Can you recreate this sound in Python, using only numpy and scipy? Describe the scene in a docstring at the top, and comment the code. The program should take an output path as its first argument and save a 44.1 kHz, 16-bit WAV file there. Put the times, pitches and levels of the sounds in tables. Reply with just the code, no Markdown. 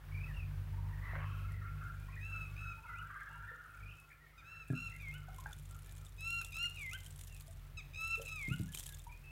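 """A field well among trees, with soft outdoor hiss and a distant pump motor droning on the breeze.
Birds trill, pipe and squawk, and far ones wail back. Someone drinks from a tilted plastic bucket:
air pockets glug, water dribbles and splashes on the stone rim, and the bucket rings as it knocks
against it. A near bird repeats a phrase of two long whistles and a dipping slur, a harmonic voice
shaped by its throat and echoed by the trees."""
import sys
import numpy as np
from scipy import signal
from scipy.fft import rfft
from scipy.io import wavfile
from scipy.ndimage import uniform_filter1d

SR = 44100
rng = np.random.default_rng(int(sys.argv[2]) if len(sys.argv) > 2 else 0)


def to_wav(s):
    """Save 16-bit WAV."""
    ch = np.atleast_2d(s).T  # columns
    pcm = np.round(np.clip(ch, -1, 1) * 32767)  # PCM
    wavfile.write(sys.argv[1], SR, pcm.astype(np.int16))


N = 410557
T = np.arange(N) / SR

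# colour of a drop's impact on wet stone: f/Hz, level/dB
WET_STONE = [(1200, -9.5), (2500, -6.5), (3600, 0.5), (4550, -9), (5700, -5.5), (7200, -1), (9000, -3),
             (10000, -2.5), (11500, -4), (13500, -4.5), (15500, -10)]


def undb(db):
    """Decibels to gain."""
    return 10 ** (np.asarray(db) / 20)


def unit(x):
    """Scale to rms 1."""
    return x / np.sqrt(np.mean(x ** 2) + 1e-20)


def curve(points):
    """An automation line through (time, value) points."""
    return np.interp(T, *np.transpose(points))


def response(points, hz):
    """Gain at hz of an EQ curve of (f/Hz, level/dB) points."""
    f, db = np.transpose(points)
    return undb(np.interp(np.log(hz + 1e-9), np.log(f), db))


def colour(x, points):
    """Shape a sound with an EQ curve; rms 1."""
    gain = response(points, np.fft.rfftfreq(len(x), 1 / SR))
    return unit(np.fft.irfft(rfft(x) * gain, len(x)))


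def walk(rate_hz, size=N):
    """Smooth random drift with a spread near 1."""
    k = max(int(SR / rate_hz), 2)
    steps = np.repeat(rng.standard_normal(size // k + 3), k)
    return np.sqrt(2) * uniform_filter1d(uniform_filter1d(steps, k), k)[k:k + size]


def cycles(hz):
    """Running phase of a moving frequency, in radians."""
    return 2 * np.pi * np.cumsum(hz) / SR


def fade(t, t60):
    """Exponential decay, 60 dB down at t60."""
    return np.exp(-np.log(1000) * t / t60)


def add(out, s, x):
    """Mix a sound in at time s."""
    i = min(max(int(s * SR), 0), N)
    out[i:i + len(x)] += x[:N - i]


def reverb(x, t60):
    """Scattered echoes: a decaying noise tail of unit energy."""
    t = np.arange(SR) / SR
    echoes = rng.standard_normal(SR) * fade(t, t60) * np.minimum(t / .02, 1)
    return signal.fftconvolve(x, echoes / np.linalg.norm(echoes))[:N]


def breeze():
    """Level ride in dB as the breeze carries the pump's drone: a slow drift with brief swells."""
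    # drift of the drone: t/s, level/dB
    drift = [(0, -57.5), (.1, -51), (.14, -46), (1.5, -46.5), (2.1, -51), (2.65, -49.5), (2.85, -59.5),
             (4.2, -68), (4.68, -60.5), (4.88, -52.5), (5.8, -54.5), (8.8, -54.5), (9.3, -56.5)]
    # brief swells: t/s, boost/dB
    swells = [(3.02, 6), (3.43, 7.5), (3.87, 13)]
    return curve(drift) + sum(db * np.exp(-((T - s) / 0.089) ** 2) for s, db in swells)


def air():
    """A bed of soft outdoor hiss that swells with the breeze."""
    # colour of the outdoor air: f/Hz, level/dB
    spectrum = [(120, -48), (200, -5.5), (330, -5.5), (1500, -7.5), (2380, -8), (4500, -16.5),
                (7500, -21.5), (15500, -16.5)]
    breeze_db = uniform_filter1d(breeze(), size=SR // 4)
    hiss = colour(rng.standard_normal(N), spectrum)
    return hiss * undb(-67 + 0.29 * (breeze_db - breeze_db.mean()) + 0.74 * walk(20))


def pump(mains_hz=50):
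    """Shaft tone, octave and rumble, with a whine one shaft rate above the magnetic hum frequency."""
    # shaft speed: t/s, f/Hz
    shaft_speed = [(0, 45.93), (.6, 47.64), (2.7, 49.64), (4.5, 50.03), (6.3, 45.6), (9.3, 40.58)]
    db = breeze()
    turn = cycles(curve(shaft_speed) * (1 + 0.0042 * walk(13)))
    hum = cycles(np.full(N, 2. * mains_hz))
    shaft = undb(3 + walk(16)) * np.cos(turn)
    # as the drone swells, the octave grows fastest and the whine a little less than the rest
    octave = undb(0.45 * (db + 56) + 1.3 * walk(10)) * np.cos(2 * turn)
    whine = undb(-4.5 - 0.031 * (db + 30.5) + 2.5 * walk(20)) * np.cos(turn + hum)
    rumble_eq = [(15, -16), (30, -43), (45, -1), (90, 5), (150, -6.5), (210, -19), (600, -32),
                 (2000, -72)]
    rumble = colour(rng.standard_normal(N), rumble_eq)
    return undb(db) * (shaft + octave + whine + undb(-4) * rumble)


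def calls(table, quaver_hz, quaver, throb, rough, rough_hz=600, overtone_db=-27, arch=0.0198):
    """Two-partial bird calls gliding along a slight arch; each quaver is loudest as it falls."""
    out = np.zeros(N)
    for s, length, first_hz, last_hz, db in table:
        progress = np.linspace(0, 1, int(length * SR))
        bow = np.abs(np.sin(np.pi * progress))
        beat = cycles(quaver_hz * (1 + 0.061 * walk(33, len(progress))))
        hz = first_hz + (last_hz - first_hz) * progress
        hoarseness = rough * walk(rough_hz, len(progress))
        phase = cycles(hz * (1 + arch * bow + quaver * np.cos(beat) + hoarseness))
        tone = np.sin(phase) + undb(overtone_db) * np.sin(2 * phase)
        swell = np.sqrt(bow) * (1 + throb * np.sin(beat))
        add(out, s, undb(db) * unit(swell * tone))
    return out


def wails(centre_hz=1358, spread=0.0126, max_glide=0.0253):
    """Far birds wail on nearly one pitch, each gliding a little up or down."""
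    # wails: t/s, length/s, relative level/dB
    cues = [(0.255, 0.035, -64.5), (1.24, 0.19, -62.5), (1.439, 0.064, -59.5), (1.607, 0.104, -56.5),
            (1.806, 0.11, -54.5), (2.302, 0.11, -57.5), (2.6, 0.14, -56.5), (2.842, 0.15, -54),
            (2.972, 0.097, -51.5), (3.198, 0.66, -60), (3.743, 0.54, -74.5), (4.32, 0.35, -66.5),
            (4.717, 0.093, -58.5), (5.176, 0.19, -67), (5.699, 0.096, -67)]
    detune, bend = rng.uniform(-0.973, 1, (len(cues), 2)).T
    pitches, glides = centre_hz * (1 + spread * detune), max_glide * bend
    notes = [(s, length, hz * (1 - glide), hz * (1 + glide), db)
             for (s, length, db), hz, glide in zip(cues, pitches, glides)]
    return calls(notes, quaver_hz=21.06, quaver=0.029, throb=0.51, rough=0.0391)


def cries(rise=1.07):
    """Far, hoarse cries at scattered pitches, each rising a little."""
    # cries: t/s, length/s, start f/Hz, relative level/dB
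    cues = [(0.724, 0.24, 905, -64.5), (0.918, 0.084, 1697, -64), (1.079, 0.27, 1038, -62.5),
            (1.132, 0.3, 2873, -74), (1.147, 0.35, 2426, -69), (1.76, 0.22, 1473, -64),
            (2.769, 0.15, 878, -66.5), (3.039, 0.33, 1542, -56), (3.088, 0.13, 1198, -57.5),
            (3.132, 0.103, 1930, -65), (3.295, 0.11, 886, -65.5), (3.42, 0.131, 1620, -56.5),
            (4.37, 0.28, 1562, -69)]
    notes = [(s, length, hz, hz * rise, db) for s, length, hz, db in cues]
    return calls(notes, quaver_hz=17, quaver=0.028, throb=0.75, rough=0.045)


def chatter(count=110):
    """Many far birds add brief notes that thin out as the chorus dies down."""
    when, length, pitch, glide, size = rng.random((count, 5)).T
    start = 1 + when ** 1.5 * (N / SR - 2)
    first_hz = 1100 * 2.4 ** pitch
    last_hz = first_hz * (1 + 0.155 * (glide - .5))
    db = -68 + 10 * (size - .5) - 15 * when
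    notes = np.transpose([start, 0.03 + 0.1006 * length, first_hz, last_hz, db])
    return calls(notes, quaver_hz=30.7, quaver=0.0035, throb=0.66, rough=0.02)


def far_birds():
    """The distant chorus, washed in a long echo from trunks and leaves."""
    chorus = wails() + cries() + chatter()
    return undb(1.06) * (chorus + undb(-3) * reverb(chorus, t60=0.9))


def midground_birds():
    """Fairly close birds trill, pipe and squawk, with a short echo from the trees."""
    # warbling trills, clear notes, hoarse squawks: t/s, length/s, start f/Hz, end f/Hz, relative level/dB
    trills = [(.116, 0.11, 2273, 2350, -58), (.208, 0.066, 2420, 2604, -57),
              (.338, 0.11, 2794, 2400, -59.5), (3.8, .15, 2274, 2600, -62.5),
              (9.09, 0.071, 2290, 2450, -63)]
    pipes = [(.278, 0.052, 2005, 1590, -61), (3.95, 0.086, 2510, 2554, -67.5),
             (4.205, 0.072, 1930, 1760, -68), (7.29, 0.097, 2790, 2400, -68), (8.68, .03, 1650, 1690, -67),
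             (8.87, 0.073, 1687, 1580, -67.5), (9.235, .17, 2600, 2550, -62)]
    squawks = [(1.01, 0.17, 1988, 1768, -57), (2.125, 0.027, 2420, 2520, -61),
               (2.162, 0.034, 1735, 1930, -56), (3.88, 0.067, 2790, 2820, -65),
               (4.1, 0.042, 2300, 2380, -64.5), (4.102, 0.03, 1770, 1700, -66),
               (4.91, 0.073, 2106, 1925, -61)]
    voices = (calls(trills, quaver_hz=32.76, quaver=0.026, throb=0.71, rough=0.013)
              + calls(pipes, quaver_hz=32.8, quaver=0, throb=0.28, rough=0.011)
              + calls(squawks, quaver_hz=71.4, quaver=0, throb=0.54, rough=0.043, rough_hz=447))
    return undb(1.5) * voices + undb(-4) * reverb(voices, t60=0.27)


def flow():
    """Envelope of the spilling water: each spill builds, holds and trickles out."""
    # spills from the bucket onto the stone: t/s, length/s, attack/s, level/dB
    spills = [(1.754, 2.33, 0.084, -77.5), (4.666, 0.47, 0.017, -69.5), (5.246, 0.82, 0.11, -67.5),
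              (6.172, 1.24, 0.067, -63), (7.964, 0.6, 0.04, -60.5), (8.712, 0.14, 0.013, -55)]
    gain = np.zeros(N)
    for s, length, attack_s, db in spills:
        t = np.maximum(T - s, 0)
        running = undb(db) * np.minimum(t / attack_s, 1)
        gain = np.maximum(gain, running * fade(np.maximum(t - length, 0), t60=1))
    return gain


def splat(hz, focus_db, length_s):
    """One drop bursts on the stone: a tick of noise, strongest around hz, with a faint tail."""
    t = np.arange(SR // 40) / SR
    attack = 1 - np.exp(-t / 0.0011)
    decay = np.exp(-(t / length_s) ** 2) + 0.24 * fade(t, 0.08)
    burst = rng.standard_normal(len(t)) * attack * decay
    return colour(burst, [(hz / 1.52, 0), (hz, focus_db), (hz * 1.08, 0)])


def dribble(count=600, spread_db=4.5):
    """Droplets patter on the stone; the heavier the flow, the more they merge into spray."""
    patter = np.zeros(N)
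    for k, (when, size, pitch) in enumerate(rng.random((count, 3))):
        drop = splat(3100 * 4.5 ** np.sqrt(pitch), focus_db=9, length_s=.0034)
        s = (k + 2 * when) / count * N / SR
        add(patter, s, undb(-spread_db * np.log(size + 0.21)) * drop)
    water = flow()
    merged = np.clip(0.16 + water / undb(-33), 0, .35)
    spray = np.sqrt(merged) * rng.standard_normal(N)
    return colour(np.sqrt(1 - merged) * unit(patter) + spray, WET_STONE) * water


def bubble(hz, t60, rise=0.28, attack_share=0.021):
    """A ringing air pocket whose pitch rises as it fades; long rings start more softly."""
    t = np.arange(int(t60 * SR) + 2) / SR
    attack = 1 - np.exp(-t / (attack_share * t60))
    return np.sin(cycles(hz * (1 + rise * t / t60))) * fade(t, t60) * attack


def big_drops():
    """Big drops splash, each with its own colour, and trapped bubbles plink."""
    # splashes on the wet stone: t/s, peak level/dB
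    drops = [(1.52, -51.5), (2.985, -55), (3.999, -50.5), (4.963, -50), (5.139, -47.5), (5.383, -49),
             (5.405, -48), (5.53, -44.5), (5.709, -46), (5.922, -46), (5.969, -51), (6.064, -51),
             (6.2067, -43), (6.275, -45), (6.3032, -39.5), (6.3274, -44), (6.4132, -39), (6.4465, -36.5),
             (6.465, -49), (6.523, -47), (6.566, -38.5), (6.627, -41), (6.8163, -48), (6.932, -36.5),
             (7.044, -46), (7.062, -43.5), (7.1052, -47), (7.192, -45), (7.211, -40.5), (7.275, -48.5),
             (8.2174, -41.5), (8.725, -45.5), (8.7473, -30.5), (8.773, -43), (8.785, -35), (8.7954, -33),
             (8.8355, -40), (8.8635, -41), (8.89, -38)]
    # trapped bubbles: t/s, level/dB, start f/Hz
    plinks = [(2.985, -61, 2500), (5.529, -43.5, 3420), (6.065, -50, 3540), (6.413, -41.5, 1450),
              (6.4474, -45, 3450), (6.642, -43, 2020), (7.063, -46, 3100), (8.2172, -45, 3002),
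              (8.736, -43.5, 3080), (8.747, -40.5, 2390), (8.773, -39.5, 3060), (8.863, -45, 3170),
              (8.935, -49, 3470), (9.0, -51, 3530)]
    out = np.zeros(N)
    for s, db in drops:
        splash = colour(splat(rng.uniform(5400, 11800), focus_db=8, length_s=0.0028), WET_STONE)
        add(out, s, undb(db) * splash / np.abs(splash).max())
    for s, db, hz in plinks:
        add(out, s, undb(db) * bubble(hz, t60=0.029, rise=0.12))
    return out


def slurp():
    """A short, ragged gurgle of water and air at the rim."""
    db = curve([(1.0, -67), (1.12, -57), (1.155, -50.5), (1.22, -52.5), (1.55, -115)])
    gurgle_eq = [(550, -19), (1000, -4), (1800, -4.5), (3000, -22), (8000, -70)]
    return colour(rng.standard_normal(N), gurgle_eq) * undb(db + 2.9 * walk(120))


def glugs():
    """Air pockets ring in the moving water, blurred by the hollow of the bucket."""
    # glugs and plops: t/s, relative level/dB, start f/Hz, t60/s
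    pockets = [(1.134, -43, 676, 0.021), (1.161, -45.5, 550, 0.038), (2.085, -52, 1034, 0.059),
               (3.514, -55, 470, 0.055), (5.284, -49.5, 728, 0.059), (5.385, -47.5, 1006, 0.062),
               (5.459, -39, 1533, 0.033), (5.46, -44.5, 827, 0.035), (5.513, -49.5, 1410, 0.039),
               (7.48, -59, 645, 0.1), (8.175, -50.5, 442, 0.19), (8.197, -43, 520, 0.037),
               (9.067, -48, 906, 0.086)]
    out = np.zeros(N)
    for s, db, hz, t60 in pockets:
        add(out, s, undb(db) * bubble(hz, t60))
    return undb(4) * out + undb(0.5) * reverb(out, t60=0.21)


def bucket_knocks(slosh=0.018, low_cut_hz=106):
    """Each knock is a short push that rings the bucket; longer contact sounds duller."""
    # knocks on the stone rim: t/s, peak level/dB, contact/s
    knocks = [(4.7021, -28.5, 0.00081), (4.709, -32.5, 0.0032), (4.7327, -32.5, 0.00082),
              (8.482, -33.5, 0.0029), (8.511, -29.5, 0.0067), (8.598, -33, 0.0028), (8.607, -31, 0.0083)]
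    # modes of the water-laden bucket: f/Hz, level/dB, t60/s
    modes = [(135, 11, 0.14), (161.6, 1.5, 0.43), (190, 3.5, 0.27), (253.4, 0.5, 0.28), (292.4, 4, 0.1),
             (389, -9.5, 0.21), (620, -4.5, 0.054), (1644, 4.5, 0.075)]
    out, t = np.zeros(N), np.arange(SR // 2) / SR
    # the bucket is too small to radiate deep bass
    radiation = signal.butter(2, low_cut_hz, "high", fs=SR, output="sos")
    for s, db, contact in knocks:
        shifts = 1 + slosh * rng.uniform(-1.3, 1, len(modes))  # moving water retunes each mode
        ring = sum(undb(mode_db) * np.sin(2 * np.pi * hz * shift * t) * fade(t, t60)
                   for (hz, mode_db, t60), shift in zip(modes, shifts))
        push = t * np.exp(-2 * np.pi * t / contact)
        blow = signal.sosfilt(radiation, signal.fftconvolve(ring, push)[:len(t)])
        add(out, s, undb(db) * blow / np.abs(blow).max())
    return out


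def voice(hz, db, rasp_s, upper_db, flutter_hz=82, edge_s=0.0051):
    """A harmonic whistle whose second partial sits in the throat resonance; it opens with a flutter."""
    # resonance of the near bird's throat and beak: f/Hz, level/dB
    throat = [(1000, -41), (1300, -9.5), (1430, -20), (2000, 0.5), (2850, -2.5), (3900, -14.5), (5400, -21),
              (6800, -20.5), (8100, -26.5), (10000, -37)]
    t = np.arange(len(hz)) / SR
    rasp = np.exp(-(t / rasp_s) ** 4)
    # low, relaxed notes lose their upper partials and turn hoarse
    tension = np.clip(hz / 1270, 0, 1) ** 7
    hoarse = 0.0025 + 0.005 * (1 - tension) + 0.0252 * rasp
    phase = cycles(hz * (1 + hoarse * walk(500, len(t)) + 0.0019 * walk(26.7, len(t))))
    fundamental = np.minimum(t / (0.36 * t[-1]), 1) ** 2  # comes in late
    gains = [fundamental, 1] + 5 * [tension * undb(upper_db)]
    tone = sum(gain * response(throat, k * hz) * np.sin(k * phase) for k, gain in enumerate(gains, 1))
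    flutter = 1 + 0.73 * rasp * np.sin(cycles(flutter_hz * (1 + 0.15 * walk(52, len(t)))))
    gate = np.clip(np.minimum(t, t[-1] - t) / edge_s, 0, 1)
    return np.sqrt(2) * tone * flutter * gate * undb(db + 0.98 * walk(98.5, len(t)))


def chips(length_s=0.045):
    """Bright notes that fall away almost at once."""
    # chips that open a phrase: t/s, start f/Hz, relative level/dB
    cues = [(4.377, 1244, -59), (7.77, 1296, -47)]
    out, fall = np.zeros(N), np.linspace(0, 1, int(length_s * SR)) ** 3
    for s, hz, db in cues:
        add(out, s, voice(hz * (1 - 0.24 * fall), db - 19 * fall, rasp_s=0.0028, upper_db=4))
    return out


def whistles(swell_db=19.5, sag_s=0.0893, release_s=0.0065):
    """Pitch and level scoop up with effort, the pitch sags after the top; both drop at the release."""
    # long whistles: t/s, length/s, rise/s, start f/Hz, top f/Hz, relative level/dB,
    # raspy onset/s, upper partials/dB
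    cues = [(2.192, 0.27, 0.081, 1180, 1336, -48, 0.0051, -11.5),
            (2.551, 0.19, 0.06, 1280, 1297, -50.5, 0.052, -8.5),
            (4.433, 0.21, 0.09, 1223, 1344, -55, 0.0045, -4.5),
            (4.739, 0.155, 0.0676, 1317, 1371, -45, 0.056, -6.5),
            (6.178, .252, 0.165, 1258, 1377, -40, 0.0015, -4.5),
            (6.518, 0.16, 0.19, 1237, 1450, -35.5, 0.064, -5),
            (7.933, 0.232, 0.2, 1257, 1341, -38, 0.043, -5)]
    out = np.zeros(N)
    for s, length, rise_s, start_hz, top_hz, db, rasp_s, upper_db in cues:
        t = np.arange(int(length * SR)) / SR
        slack, held = np.maximum(1 - t / rise_s, 0), np.maximum(t - rise_s, 0)
        sag = 1 - np.exp(-(held / sag_s) ** 2)
        release = np.exp((t - length) / release_s)
        scoop_hz = (top_hz - start_hz) * slack ** 1.8
        hz = top_hz * (1 - 0.028 * sag - 0.14 * release) - scoop_hz
        level_db = db - swell_db * slack ** 3 - 12 * release
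        bright_db = upper_db + 10 * slack ** 3  # the upper partials speak before the swell
        add(out, s, voice(hz, level_db, rasp_s, bright_db))
    return out


def flick(first_hz, top_hz, length_s=0.06, rise_s=0.05, overtone_db=-3):
    """A quick upward sweep that levels off; the fundamental takes over as it climbs."""
    t = np.arange(int(length_s * SR)) / SR
    climb = np.sin(np.pi / 2 * t / rise_s) ** 2
    hz = first_hz + (top_hz - first_hz) * climb
    phase = cycles(hz * (1 + 0.011 * walk(450, len(t))))
    gate = np.clip(np.minimum(t / 0.0027, (t[-1] - t) / 0.012), 0, 1)
    return unit(gate * ((0.067 + climb) * np.sin(phase) + undb(overtone_db) * np.sin(2 * phase)))


def slurs(held_hz=1300, fall_s=0.14, turn_s=0.024, attack_s=0.021):
    """The voice relaxes into a dip, lifts just before the end, then breaks upward in a flick."""
    # slurs that close a phrase: t/s, length/s, lowest f/Hz, relative level/dB,
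    # flick top f/Hz, flick level/dB
    cues = [(2.853, 0.1, 989, -58, 1445, -56.5), (4.988, 0.13, 1054, -51, 1513, -57),
            (6.757, .153, 1024, -47, 1585, -49), (8.244, 0.25, 1050, -45.5, 1471, -48)]
    out = np.zeros(N)
    for s, length, low_hz, db, top_hz, flick_db in cues:
        t = np.arange(int(length * SR)) / SR
        height = np.sin(np.pi / 2 * np.clip((length - turn_s - t) / fall_s, -1, 1)) ** 2
        lift = 0.096 * np.exp((t - length) / 0.0052)
        hz = low_hz * (1 + lift) + (held_hz - low_hz) * height
        dip = voice(hz, db, rasp_s=0.282 * length, upper_db=-10 + 8 * height)
        add(out, s, dip * (1 - np.exp(-t / attack_s)))
        add(out, s + length, undb(flick_db) * flick(1.19 * low_hz, top_hz))
    return out


def near_bird(turns_s=5.7, away_db=4):
    """The lead song among the trees; until the bird turns, it faces away and sends more into the echo."""
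    song = chips() + whistles() + slurs()
    send = song * undb(away_db * (T < turns_s))
    return song + undb(-9.5) * reverb(send, t60=0.42)


def scene():
    """Birds, background bed, bucket and water in one mono mix."""
    birds = near_bird() + midground_birds() + far_birds()
    bed = pump() + air()
    drinking = bucket_knocks() + slurp() + glugs() + dribble() + big_drops()
    return (birds + bed + drinking)[None]


def record(dry):
    """A steep low-pass takes off the treble above 15.8 kHz."""
    return signal.sosfilt(signal.ellip(10, .2, 70, 15800, fs=SR, output="sos"), dry)


dry = scene()
out = record(dry)
to_wav(out)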